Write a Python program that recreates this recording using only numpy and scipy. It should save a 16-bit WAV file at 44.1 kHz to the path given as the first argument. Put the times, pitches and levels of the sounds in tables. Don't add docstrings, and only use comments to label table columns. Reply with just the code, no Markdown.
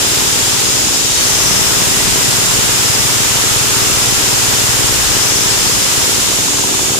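import sys
import numpy as np
from scipy import signal
from scipy.fft import rfft, irfft
from scipy.io import wavfile

SR = 44100
rng = np.random.default_rng(int(sys.argv[2]) if len(sys.argv) > 2 else 0)


def dump_mix(stems):
    frames = np.atleast_2d(stems).T
    limited = np.clip(frames, -1, 1)
    pcm = np.round(limited * 32767).astype(np.int16)
    wavfile.write(sys.argv[1], SR, pcm)


N = 308259
TIME = np.arange(N) / SR

# time_s, firing_rate_hz
ENGINE_SPEED = [(0.6, 19.383), (3.3, 19.56), (6.2, 19.382)]
# time_s, level_db
MIC_FACING = [(0.1, -25), (0.4, -25), (0.95, -27.5), (1.14, -28), (1.19, -24.5), (1.5, -23.5), (5.19, -24),
              (5.34, -25), (5.99, -24.5), (6.65, -28), (6.9, -27)]
# time_s, level_db
MIC_DIP = [(0.6, -2), (1.1, -3), (1.5, .3), (2.3, 2), (2.85, 4), (3.6, 4), (4.6, 2.5), (5.4, 1), (6.2, -4),
           (6.9, -5)]
# delay_ms, pitch_hz, t60_s, level_db, sack_share (0-1, the part that comes through the sack)
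ENGINE_CYCLE = [ (2.94, 315, 0.015, -21.5, 0.8), (3.0, 252, 0.26, -41.5, 0.1),
                (7.34, 796, 0.042, -25, 0.76), (7.66, 956, 0.024, -23.5, 0),
                (14.34, 114.4, 0.12, -14.5, 1.0), (16.1, 345, 0.009, -9.5, 0.35),
                (16.64, 427, 0.32, -30, 0.73), (31.42, 396, 0.02, -14, 0.4), (47.4, 362, 0.014, -7.5, 0.25),
                ]
# centre_s, half_length_s, change_db
ENGINE_SCREENING = [(1.05, 0.17, -2.5)]
# firing_multiple, level_db, dip_db_per_db, turn_left_db, turn_right_db
COVER_TONES = [(15, -34, -.65, .7, 11), (19, -43.5, 1.5, 6, 25), (20, -35, 0.5, 1, 17)]
# delay_ms, level_db
GAS_SLAPS = [(16.2, -15), (31.4, -19), (47.2, -16.5)]
# frequency_hz, left_density_db, right_density_db
ROAR_SPECTRUM = [(20, -55, -57), (60, -51.5, -53.5), (200, -54.5, -52), (456, -57.5, -53), (630, -60, -54),
                 (885, -57.5, -53.5), (2040, -56, -56), (2840, -51.5, -53.5), (4240, -52.5, -55),
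                 (5400, -50.5, -55), (7080, -52, -48.5), (8030, -54, -53), (8630, -57.5, -55.5),
                 (11800, -60, -57.5), (12100, -62, -61), (15500, -66, -64.5)]
# left_db_per_db, right_db_per_db, turn_left_db, turn_right_db
ROAR_BEAM = [ (0.2, -0.25, -6.5, -0.3), (1.1, 0.9, 0, -3.2), (-0.15, 0.16, -2.5, -2),
             (0.9, 0.62, -2.6, 0.3), ]
# pitch_hz, width_hz, left_db, right_db
STEADY_RINGS = [(941, 94, -33, -37), (1296, 190, -29, -42), (1630, 160, -34.5, -37.5), (1958, 36, -33, -52),
                (3538, 90, -31, -50), (5580, 290, -39, -41), (6860, 450, -28.5, -27.5),
                (7160, 230, -29.5, -23.5), (7630, 110, -50, -29), (8415, 120, -30, -29)]
# centre_s, half_length_s, rise_db
JET_CROSSINGS = [(1.42, 0.27, 10.5), (4.25, .15, 5), (5.33, .2, 9.5)]
# time_s, pitch_hz, level_db
CHUTE_WHISTLE = [(0.05, 5070, -24), (0.95, 5090, -22), (1.12, 5090, -28), (1.3, 5160, -21.5),
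                 (1.65, 5150, -17), (1.98, 5120, -25), (2.3, 5140, -21.5), (2.52, 5140, -24),
                 (2.87, 5130, -19), (3.2, 5130, -25), (3.65, 5120, -29), (3.95, 5135, -23.5),
                 (4.4, 5130, -24), (4.8, 5130, -24), (5.2, 5125, -22), (5.58, 5115, -21),
                 (6.05, 5105, -23.5), (6.35, 5100, -36)]
# centre_s, half_length_s, rise_db
DRAUGHT_GUSTS = [(1.5, .25, 7), (2.07, .1, 8), (4.4, 0.28, 5), (5.02, 0.15, 14.5), (5.65, .12, 9)]
# centre_s, half_length_s, pitch_hz, width_hz, left_db, right_db
PASSING_BANDS = [ (0.45, 0.13, 3450, 120, -26, -45), (0.5, .28, 8480, 130, -27, -40),
                 (0.8, .15, 6780, 120, -40, -19), (1.12, .1, 3800, 90, -25, -45),
                 (1.15, .08, 9650, 150, -42, -25), (1.218, .042, 4500, 55, -18.5, -33),
                 (1.34, .13, 6300, 200, -20, -33), (1.9, .3, 7800, 500, -25, -33),
                 (2.5, .4, 3800, 2500, -45, -26), (2.52, 0.12, 7260, 80, -29, -21),
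                 (2.5, .3, 7350, 300, -24, -36), (3.3, .2, 6800, 300, -28, -29),
                 (3.33, 0.092, 3500, 90, -29, -42), (3.35, .3, 9800, 300, -34, -45),
                 (3.7, .25, 8500, 150, -40, -30), (3.75, 0.29, 1320, 200, -27, -31),
                 (4.5, 0.43, 7180, 70, -31, -23), (5.0, 0.43, 1550, 300, -28, -42),
                 (5.2, .13, 7700, 150, -27, -36), (5.3, 0.11, 6240, 120, -24, -37),
                 (5.523, 0.023, 4470, 50, -22.5, -32), (5.695, .02, 4500, 50, -17, -32),
                 (5.8, .17, 8520, 130, -27, -36), (6.1, .1, 3780, 90, -27, -45),
                 (6.15, 0.12, 9660, 110, -45, -24), (6.45, .17, 6740, 90, -28, -25),
                 (6.85, 0.23, 6800, 400, -38, -19.5), ]
# centre_s, half_length_s, pitch_hz, width_hz, level_db
SACK_NOTE = (2.15, 0.6, 175, 43, -25)


def from_db(db):
    return 10 ** (np.asarray(db) / 20)


def stereo(left_db, right_db, amount=1):
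    return from_db(amount * np.array([[left_db], [right_db]]))


def unit_rms(x):
    return x / np.sqrt(np.mean(x ** 2, axis=-1, keepdims=True) + 1e-20)


def curves(rows):
    times_s, *columns = np.transpose(rows)
    return [np.interp(TIME, times_s, column) for column in columns]


def about_mean(rows):
    level_db, = curves(rows)
    return level_db - level_db.mean()


def bell(centre_s, half_s):
    return np.exp(-((TIME - centre_s) / half_s) ** 2 / 2)


def swells(rows):
    return sum(change_db * bell(centre_s, half_s) for centre_s, half_s, change_db in rows)


def drift(rate_hz):
    return np.interp(TIME * rate_hz, np.arange(256), rng.standard_normal(256))


def butter(x, hz, kind, order=2):
    return signal.sosfilt(signal.butter(order, hz, kind, fs=SR, output="sos"), x)


def noise_band(low_hz, high_hz, order=2):
    return unit_rms(butter(rng.standard_normal((2, N)), [low_hz, high_hz], "bandpass", order))


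def resonance(hz, width_hz):
    radius = np.exp(-np.pi * width_hz / SR)
    poles = [1, -2 * radius * np.cos(2 * np.pi * hz / SR), radius ** 2]
    return unit_rms(signal.lfilter([1, 0, -1], poles, rng.standard_normal((2, N))))


def ring(clicks, hz, t60_s):
    radius, angle = from_db(-60 / (t60_s * SR)), 2 * np.pi * hz / SR
    return signal.lfilter([0, np.sin(angle)], [1, -2 * radius * np.cos(angle), radius ** 2], clicks + 1e-18)


def tails(clicks, decay_s):
    return signal.lfilter([1], [1, -np.exp(-1 / (decay_s * SR))], clicks)


def strokes(firings, delay_ms, uneven_db, jitter_ms):
    timing, strength = rng.standard_normal((len(firings), 2)).T
    at = np.round(firings + (delay_ms + jitter_ms * timing) * SR / 1000).astype(int)
    inside = (at >= 0) & (at < N)
    clicks = np.zeros(N)
    clicks[at[inside]] = from_db(uneven_db * strength[inside])
    return clicks


def throb(cycles, depth_db):
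    return unit_rms(from_db(depth_db * np.cos(2 * np.pi * (cycles - .44))))


def diesel(firings, sack_db, exposed, open_air_db_per_db=-0.84):
    open_air_db = open_air_db_per_db * sack_db
    thuds = 0
    for delay_ms, hz, t60_s, level_db, sack_share in ENGINE_CYCLE:
        clicks = strokes(firings, delay_ms, uneven_db=.8, jitter_ms=.03)
        path_db = sack_share * sack_db + (1 - sack_share) * open_air_db
        thuds += ring(clicks, hz, t60_s) * from_db(level_db + path_db)
    thuds = butter(thuds, 71, "highpass") * from_db(swells(ENGINE_SCREENING))
    return thuds * stereo(-1, -20) * stereo(-2, 12.5, exposed)


def cover_drone(cycles, sack_db, exposed, waver_db=3.7):
    hum = 0
    for multiple, level_db, dip_db_per_db, turn_left_db, turn_right_db in COVER_TONES:
        tone = np.sqrt(2) * np.sin(2 * np.pi * multiple * cycles)
        gain = from_db(level_db + dip_db_per_db * sack_db + waver_db * drift(rate_hz=4))
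        hum += tone * gain * stereo(turn_left_db, turn_right_db, exposed)
    return hum * stereo(0, -17)


def block_clatter(firings, turned, turn_db=8):
    clicks = strokes(firings, delay_ms=7.6, uneven_db=0.5, jitter_ms=0.28)
    rattle = unit_rms(noise_band(780, 1130) * tails(clicks, decay_s=0.0053))
    return rattle * from_db(turn_db * np.sqrt(turned)) * stereo(-35, -39)


def exhaust_puffs(firings, sack_db, dip_db_per_db=1.1):
    clicks = strokes(firings, delay_ms=15.5, uneven_db=1.2, jitter_ms=.2)
    gas = butter(noise_band(58, 200), 130, "lowpass", order=1)
    puffs = unit_rms(gas * tails(clicks, decay_s=0.01))
    return puffs * from_db(dip_db_per_db * sack_db) * stereo(-35, -44)


def gas_slaps(firings, turned):
    clicks = sum(strokes(firings, delay_ms, uneven_db=1.3, jitter_ms=0.14) * from_db(level_db)
                 for delay_ms, level_db in GAS_SLAPS)
    bursts = noise_band(240, 520) * tails(clicks, decay_s=.0028)
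    return bursts * stereo(0, -11) * stereo(0, 8, turned)


def grinding(cycles, facing_db, sack_db, turned, grit_db=2.0, bass_hz=500, hiss_hz=2600, top_hz=8800):
    hz = np.arange(N // 2 + 1) * SR / N + 1
    points_hz, *sides_db = np.transpose(ROAR_SPECTRUM)
    colour = from_db([np.interp(np.log(hz), np.log(points_hz), side_db) for side_db in sides_db])
    grains = unit_rms(rng.standard_normal((2, N)) * from_db(grit_db * rng.standard_normal(N)))
    spectrum = rfft(grains) * colour * np.sqrt(SR / 2)
    low = 1 / (1 + (hz / bass_hz) ** 4)
    high = 1 / (1 + (hiss_hz / hz) ** 4)
    highest = 1 / (1 + (top_hz / hz) ** 12)
    crossovers = (low, 1 - low - high, high - highest, highest)
    bass, body, hiss, top = (irfft(spectrum * part, N) for part in crossovers)
    bass *= throb(cycles, depth_db=np.array([[2.5], [.3]]))
    bands = [(bass, sack_db), (body, facing_db), (hiss, facing_db), (top, facing_db)]
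    roar = 0
    for (band, mic_db), (left_slope, right_slope, turn_left_db, turn_right_db) in zip(bands, ROAR_BEAM):
        roar += band * stereo(left_slope, right_slope, mic_db) * stereo(turn_left_db, turn_right_db, turned)
    return roar


def casing_and_port(facing_db, beam_below_hz=2500):
    rings = 0
    for hz, width_hz, left_db, right_db in STEADY_RINGS:
        beam_db = 1.3 * facing_db - 0.75 if hz < beam_below_hz else 0.18 * facing_db
        rings += resonance(hz, width_hz) * stereo(left_db, right_db) * from_db(beam_db)
    return rings


def chute_jet():
    return noise_band(5350, 6350, order=3) * from_db(swells(JET_CROSSINGS)) * stereo(-28, -40)


def chute_whistle(cycles, width_hz=137, wander_hz=18, waver_db=0.2):
    pitch_hz, level_db = curves(CHUTE_WHISTLE)
    turbulence = rng.standard_normal((2, N)) + 1j * rng.standard_normal((2, N))
    flutter = butter(turbulence, width_hz / 2, "lowpass")
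    phase = 2 * np.pi * np.cumsum(pitch_hz + wander_hz * drift(rate_hz=8)) / SR
    tone = unit_rms(np.real(flutter * np.exp(1j * phase)))
    gain = from_db(level_db + waver_db * drift(rate_hz=7.1))
    return tone * throb(cycles, depth_db=2.0) * gain * stereo(0, -14)


def draught(cycles, sack_db, turned, dip_db_per_db=.7, turn_db=-9):
    gain = from_db(dip_db_per_db * sack_db + swells(DRAUGHT_GUSTS) + turn_db * turned)
    return noise_band(36, 82) * gain * throb(cycles, depth_db=-2.0) * stereo(-37, -58)


def passing_rings_and_hiss():
    return sum(resonance(hz, width_hz) * bell(centre_s, half_s) * stereo(left_db, right_db)
               for centre_s, half_s, hz, width_hz, left_db, right_db in PASSING_BANDS)


def sack_mouth(cycles):
    centre_s, half_s, hz, width_hz, level_db = SACK_NOTE
    hollow = unit_rms(butter(resonance(hz, width_hz), [110, 260], "bandpass"))
    gain = bell(centre_s, half_s) * from_db(level_db)
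    return hollow * throb(cycles, depth_db=1.5) * gain * stereo(0, -14)


def scene(turn_start_s=6.23, turn_length_s=0.71):
    firing_rate_hz, = curves(ENGINE_SPEED)
    cycles = np.cumsum(firing_rate_hz) / SR
    firings = np.flatnonzero(np.diff(np.floor(cycles), prepend=-1))
    facing_db, sack_db = about_mean(MIC_FACING), about_mean(MIC_DIP)
    turned = np.clip((TIME - turn_start_s) / turn_length_s, 0, 1)
    exposed = np.maximum(turned, .7 * bell(0, half_s=.3))
    engine = diesel(firings, sack_db, exposed) + cover_drone(cycles, sack_db, exposed)
    engine += block_clatter(firings, turned)
    exhaust = exhaust_puffs(firings, sack_db) + gas_slaps(firings, turned) + sack_mouth(cycles)
    mill = grinding(cycles, facing_db, sack_db, turned)
    mill += casing_and_port(facing_db) + passing_rings_and_hiss()
    outlet = chute_jet() + chute_whistle(cycles) + draught(cycles, sack_db, turned)
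    return engine + exhaust + mill + outlet


def record(dry, low_cut_hz=24, high_cut_hz=15500, drive_db=0.78, ceiling=.95):
    driven = butter(dry, low_cut_hz, "highpass") * from_db(drive_db)
    saturated = ceiling * np.tanh(driven / ceiling)
    return signal.sosfilt(signal.ellip(12, .1, 90, high_cut_hz, fs=SR, output="sos"), saturated)


dry = scene()
out = record(dry)
dump_mix(out)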